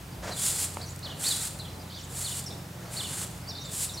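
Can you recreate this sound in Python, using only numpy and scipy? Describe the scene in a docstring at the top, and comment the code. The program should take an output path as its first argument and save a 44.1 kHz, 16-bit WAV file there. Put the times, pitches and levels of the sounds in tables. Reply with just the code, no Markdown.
"""A stiff brush is swept five times down an elephant's thick hide in an open yard, some metres away.
Its bristles catch and snap free in a dense hiss, while the hide gives a duller rub.
A shoe scuffs on sand, grit ticks and something wooden knocks once. Small birds chirp in the trees,
and a distant engine idles under the soft wash of outdoor air."""
import sys
import numpy as np
from scipy import signal
from scipy.fft import rfft, irfft
from scipy.io import wavfile
from scipy.ndimage import uniform_filter1d

SR = 44100
rng = np.random.default_rng(int(sys.argv[2]) if len(sys.argv) > 2 else 0)


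def generate_wav(signal):
    """Clip the signal to [-1, 1] and save it as 16-bit WAV at the path in sys.argv[1]."""
    frames = np.transpose(np.atleast_2d(signal))
    scaled = np.clip(frames, -1, 1) * 32767
    pcm = np.round(scaled).astype(np.int16)
    wavfile.write(sys.argv[1], SR, pcm)


N = 176400
T = np.arange(N) / SR

# Two calls of both near and far birds. Each row: seconds into the call, pitch in Hz, gain in dB.
CHIRRUP_SHAPE = [(0, 3700, -6), (.007, 4330, -1.5), (.026, 4330, 1), (.034, 3720, 0.5), (.052, 2930, -3),
                 (.062, 2800, -37), (.076, 3050, -6), (.084, 3670, -4.5), (.091, 3020, -5.5),
                 (.11, 2700, -12.5)]
ARCH_SHAPE = [(0, 3308, -15), (.022, 3900, -2), (.04, 4650, -1.5), (.06, 4410, -6), (.078, 3850, 0.5),
              (.1, 3366, -10), (.108, 3380, -20)]


def undb(db):
    """Turn decibels into a number to multiply by."""
    return 10 ** (np.asarray(db) / 20)


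def unit(x):
    """Scale a signal so its average strength (rms) is 1."""
    return x / np.sqrt(np.mean(x ** 2))


def colour(x, points):
    """Shape the tone with a curve through points. Each point: frequency in Hz, gain in dB."""
    hz, db = np.array(points).T
    freqs = np.maximum(np.arange(N + 1) * SR / (2 * N), 1)
    gain = undb(np.interp(np.log(freqs), np.log(hz), db))
    return irfft(rfft(x, 2 * N) * gain)[..., :N]


def wander(per_s):
    """A smooth random drift of size about 1, heading for a new value per_s times a second."""
    hold = max(int(SR / per_s), 1)
    steps = np.repeat(rng.standard_normal(N // hold + 1), hold)
    return unit(uniform_filter1d(uniform_filter1d(steps, hold), hold)[:N])


def widen(mid, side, width):
    """Make stereo: both ears share mid; side, shaped by width, is added left and subtracted right."""
    return mid + np.array([[1], [-1]]) * colour(side, width)


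def yard(x, echo_db):
    """Add the scattered echoes of walls, fence and trees."""
    # The echoes' tone and stereo width. Each row: frequency in Hz, gain in dB.
    tone = [(100, 9), (1000, -2), (4000, 1.5), (8000, -4), (15000, -7)]
    width = [(100, -16), (500, -13), (4000, -7.5), (7500, -5.5), (10500, -32)]
    build_s, fade_s = 0.023, 0.61
    tail = np.clip(T / build_s, 0, 1) * undb(-60 * T / fade_s)
    mid, side = colour(rng.standard_normal((2, N)) * tail / np.sqrt(np.sum(tail ** 2)), tone)
    mono = np.atleast_2d(x).mean(axis=0)
    echoes = signal.fftconvolve(mono[None], widen(mid, side, width), axes=1)[:, :N]
    return x + undb(echo_db) * echoes


def air():
    """Far traffic and leaves blend into a soft wash that swells a little."""
    # The wash's tone and stereo width. Each row: frequency in Hz, gain in dB.
    tone = [(20, -22), (38, -15), (55, -1.5), (130, 8), (200, 0), (280, -2.5), (420, -3.5), (800, -5),
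            (1400, -10.5), (2400, -14), (4200, -17), (8000, -17.5), (15500, -22)]
    width = [(100, -19.5), (180, -18), (300, -10.5), (1000, -5), (4000, -5.5), (8000, -15.5), (10500, -54)]
    mid, side = unit(colour(rng.standard_normal((2, N)), tone))
    wash = widen(mid, side, width)
    level = undb(-44.5 + 0.2 * wander(1.73))
    low_flicker = colour(wash, [(800, 4), (3000, -33)]) * (undb(0.83 * wander(14)) - 1)
    return level * (wash + low_flicker)


def machines():
    """A distant engine idles, other machinery hums at its own pitches, and a deep rumble dies away."""
    # The engine's tones: one level in dB each for 2, 2.5, .. 5 times its firing rate.
    engine_db = [-48.5, -70, -52.5, -59, -53, -63, -66]
    # The other machinery's tones. Each row: pitch in Hz, level in dB.
    hum_tones = [(59.4, -57), (117.5, -54), (153, -57), (216, -64.5), (278, -61.5), (339, -62.5)]
    # How the rumble fades. 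Each row: time in seconds, level in dB.
    rumble_fade = [(0, -49), (.19, -43), (.33, -55), (.5, -48), (.7, -62), (1.2, -67)]
    # The rumble's tone. Each row: frequency in Hz, gain in dB.
    rumble_tone = [(20, -35), (38, -39), (55, -4), (68, -14), (140, -28), (400, -70)]

    def count_cycles(hz):
        """Cycles done so far by a machine whose speed drifts slightly."""
        return rng.random() + np.cumsum(hz * (1 + 0.00499 * wander(6))) / SR

    def drone(cycles, db):
        """One tone that wavers on its way through the air."""
        level = np.sqrt(2) * undb(db + 1.9 * wander(5.09))
        return level * np.sin(2 * np.pi * (cycles + 0.042 * wander(3.97)))

    firings = count_cycles(hz=44.85)
    engine = sum(drone(k * firings, db) for k, db in zip(np.arange(2, 5.5, 0.5), engine_db))
    hum = sum(drone(count_cycles(hz), db) for hz, db in hum_tones)
    rumble_level = undb(np.interp(T, *np.array(rumble_fade).T))
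    return engine + hum + rumble_level * unit(colour(rng.standard_normal(N), rumble_tone))


def bird(shape, calls, rough):
    """A gliding whistle; the rougher it is, the more it wavers and carries a second, higher voice."""
    times, hz, db = np.array(shape).T
    length = times[-1]
    waver = 1 + rough * 0.028 * wander(600)
    flutter = unit(undb(4 * min(rough, 1) * np.tanh(wander(220))))
    song = np.zeros(N)
    for start, level_db, pitch_factor in calls:
        singing = (T >= start) & (T < start + length)
        t = T[singing] - start
        phase = 2 * np.pi * np.cumsum(pitch_factor * np.interp(t, times, hz) * waver[singing]) / SR
        soft_ends = np.clip(np.minimum(t, length - t) / 0.001, 0, 1)
        voices = np.sin(phase) + rough * undb(-10.5) * np.sin(1.12 * phase)
        song[singing] += np.sqrt(2) * soft_ends * undb(level_db + np.interp(t, times, db)) * voices
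    return song * flutter


def flock(count):
    """Birds farther off chirp faintly, at random times and pitches."""
    calls = [((k + delay) * N / SR / count, -57 + 2.5 * (2 * loud - 1), 1.1 + 0.12 * (2 * high - 1))
             for k, (delay, loud, high) in enumerate(rng.random((count, 3)))]
    return bird(CHIRRUP_SHAPE, calls[::2], rough=0.87) + bird(ARCH_SHAPE, calls[1::2], rough=0.74)


def foliage(x, fade_s=0.046, smear_db=-6.5):
    """Leaves and branches smear a call over a few hundredths of a second."""
    scatter = rng.standard_normal(N) * undb(-60 * T / fade_s)
    smear = signal.fftconvolve(x, scatter / np.linalg.norm(scatter))[:N]
    return (x + undb(smear_db) * smear) / np.hypot(1, undb(smear_db))


def birds():
    """Small birds give chirps, thin twitters, raspy chips and one clean, sliding whistle."""
    # Three more kinds of call. Each row: seconds into the call, pitch in Hz, gain in dB.
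    twitter_shape = [(0, 3917, 12), (.012, 4810, -0.5), (.035, 4200, 6.5), (.042, 5800, -18),
                     (.05, 5870, -1), (.075, 5970, 0), (.098, 8100, 3), (.113, 6830, 2.5),
                     (.135, 8000, -20)]
    chip_shape = [(0, 5930, 0), (.01, 5785, 3.5), (.022, 5550, -1), (.036, 5140, -8)]
    whistle_shape = [(0, 4490, -9), (.012, 4900, 0.5), (.026, 4570, -1.5), (.046, 3680, -5),
                     (.065, 3560, -13), (.11, 3716, -6), (.16, 3800, -5.5), (.2, 3614, -10),
                     (.25, 3500, -17)]
    # When each kind is sung. Each row: start in seconds, level in dB, pitch multiplier.
    chirrups = [(1.026, -38.5, 1), (1.945, -50, 1.1), (2.234, -38.5, 1), (2.965, -35.5, 1),
                (3.969, -37.5, 0.98)]
    arches = [(1.235, -29.5, 0.99), (1.9, -45.5, 0.87)]
    twitters = [(.812, -50, 0.98), (1.899, -56, 0.97), (1.942, -53, 0.95), (3.553, -49.5, 0.97)]
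    chips = [(.312, -38.5, 0.71), (.365, -46, 0.59), (1.591, -43, 0.69), (1.645, -47.5, .57),
             (2.46, -42.5, 0.95), (2.504, -49.5, 0.65), (3.487, -44.5, 0.93), (3.645, -48, 0.77),
             (3.888, -44.5, 0.66), (3.935, -44.5, 0.974)]
    whistles = [(3.473, -41, 0.99)]
    chirps = bird(CHIRRUP_SHAPE, chirrups, rough=0.62) + bird(ARCH_SHAPE, arches, rough=1.17)
    chirps += bird(twitter_shape, twitters, rough=1.17) + bird(chip_shape, chips, rough=1.23)
    return foliage(chirps + flock(count=18)) + bird(whistle_shape, whistles, rough=0.13)


def snaps(tone, per_s, spread_db):
    """A crowd of tiny clicks of uneven size takes on the tone of what is struck."""
    # The clicks' stereo width. Each row: frequency in Hz, gain in dB.
    width = [(400, -19), (2500, -34), (5000, -35.5), (8000, -23), (9500, -26.5), (11000, -67)]
    clicks = (rng.random((2, N)) < per_s / SR) * rng.choice([-1, 1], (2, N))
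    size = undb(spread_db * np.minimum(rng.exponential(size=(2, N)), 2 * np.pi))
    mid, side = unit(colour(clicks * size, tone))
    return widen(mid, side, width)


def shoes():
    """Soles grind over fine sand in short swells."""
    # The scuffs. Each row: start in seconds, length in seconds, level in dB.
    scuffs = [(0.22, 0.12, -36), (0.795, 0.038, -45), (1.017, 0.131, -47.5), (2.742, 0.32, -49.5)]
    # The tone of sand under a sole. Each row: frequency in Hz, gain in dB.
    sand_tone = [(150, -11), (370, -11), (600, 2), (850, -6), (1700, -6.5), (2600, -15.5), (7000, -15.5),
                 (14000, -32)]
    swell = sum(undb(db) * np.maximum(1 - (2 * (T - start) / length - 1) ** 2, 0) ** 0.68
                for start, length, db in scuffs)
    return swell * undb(1.1 * wander(110)) * snaps(sand_tone, per_s=8000, spread_db=1.3)


def ticks(decay_s=0.0017):
    """Grit and stray bristles make lone, bright clicks."""
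    # The clicks. Each row: start in seconds, level in dB.
    clicks = [(.739, -32), (.961, -29.5), (0.992, -33), (1.589, -29)]
    # Their tone. Each row: frequency in Hz, gain in dB.
    tone = [(1000, -16), (4000, -6), (9000, 6), (12000, -3), (16000, -19)]
    bursts = sum(undb(db) * (T >= start) * np.exp(-np.abs(T - start) / decay_s) for start, db in clicks)
    return 0.5 * bursts * unit(colour(rng.standard_normal(N), tone))


def knock(start_s=0.7708, peak_db=-18.5):
    """Wood is struck once and its ringing dies quickly."""
    # The wood's tones. Each row: pitch in Hz, gain in dB, seconds to fade by 60 dB.
    wood_tones = [(604, -9, 0.034), (930, 6, 0.012), (1170, 3, 0.0073), (2140, -3, 0.0084),
                  (2710, -20, 0.0071)]
    t = np.maximum(T - start_s, 0)
    ring = sum(undb(db - 60 * t / fade_s) * np.sin(2 * np.pi * hz * t) for hz, db, fade_s in wood_tones)
    return -undb(peak_db) * ring / np.abs(ring).max()


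def ramp(t, begin, end):
    """Rise smoothly from 0 to 1 between two times."""
    return np.sin(np.pi / 2 * np.clip((t - begin) / (end - begin), 0, 1)) ** 2


def brush():
    """Bristles catch and snap on the hide as each stroke lands, eases, presses again and flicks off."""
    # The strokes. Each row: start in seconds; seconds from there to full contact, to the eased
    # pressure and to the lift; levels in dB of the landing, the easing, the flick and the hide's rub.
    strokes = [(0.348, 0.13, .2, 0.3, -26, -33.5, -28, -44),
               (1.185, 0.088, .205, 0.29, -28.5, -33.5, -33.5, -44),
               (2.095, 0.12, 0.26, 0.301, -34.5, -37, -34, -50.5),
               (2.899, .05, 0.18, 0.34, -38.5, -41, -35, -46.5),
               (3.669, 0.045, 0.046, 0.18, -44.5, -40, -29.5, -49.5)]
    # The tones of bright bristles and dull hide. Each row: frequency in Hz, gain in dB.
    bristle_tone = [(1500, -26.5), (3000, -12.5), (4400, -8), (5700, -9.5), (6400, -7.5), (7200, 0),
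                    (8600, 0), (10600, -5.5), (12500, -12), (15500, -17.5)]
    hide_tone = [(150, -13), (450, -4.5), (850, -1.5), (1400, 3), (2200, 0), (3200, -4), (6000, -13),
                 (12000, -35)]
    touch_db, lift_db_per_s, trail_db_per_s = -18, 650, 79
    hiss, rub, trail = np.zeros((3, N))
    for start, contact, eased, lift, land_db, ease_db, flick_db, rub_db in strokes:
        t = T - start
        since_lift = np.maximum(t - lift, 0)
        db = land_db + touch_db * np.maximum(1 - t / contact, 0) ** 2.06
        db += (ease_db - land_db) * ramp(t, contact, eased)
        db += (flick_db - ease_db) * ramp(t, eased, lift) ** 0.45
        db -= lift_db_per_s * since_lift
        hiss += undb(db)
        rub += undb(rub_db + 0.69 * (db - db.max()))  # follows the hiss, but more evenly
        trail += (t > lift) * undb(flick_db - 11.5 - trail_db_per_s * since_lift)
    catching = undb(0.9 * wander(170))
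    bristles = hiss * snaps(bristle_tone, per_s=18000, spread_db=2)
    hide = rub * snaps(hide_tone, per_s=5000, spread_db=2.2)
    springing_back = trail * snaps(bristle_tone, per_s=1800, spread_db=3.2)
    return catching * (bristles + hide) + springing_back


def scene():
    """Brush, ground noises and birds echo in the yard, over machines and air, slightly to the right."""
    # The balance between the ears. Each row: frequency in Hz, left minus right in dB.
    balance = [(50, 0.4), (200, -1), (1000, -0.2), (8000, -.5), (11000, 0)]
    mix = yard(brush(), echo_db=-9)
    mix += yard(shoes() + ticks() + knock(), echo_db=-11)
    mix += yard(birds(), echo_db=-6.5)
    left, right = mix + machines() + air()
    return np.array([colour(left, [(hz, db / 2) for hz, db in balance]),
                     colour(right, [(hz, -db / 2) for hz, db in balance])])


def record(dry):
    """Cut off the highest treble steeply."""
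    top_hz = 15750
    return signal.sosfilt(signal.ellip(10, 0.2, 80, top_hz, fs=SR, output="sos"), dry)


dry = scene()
out = record(dry)
generate_wav(out)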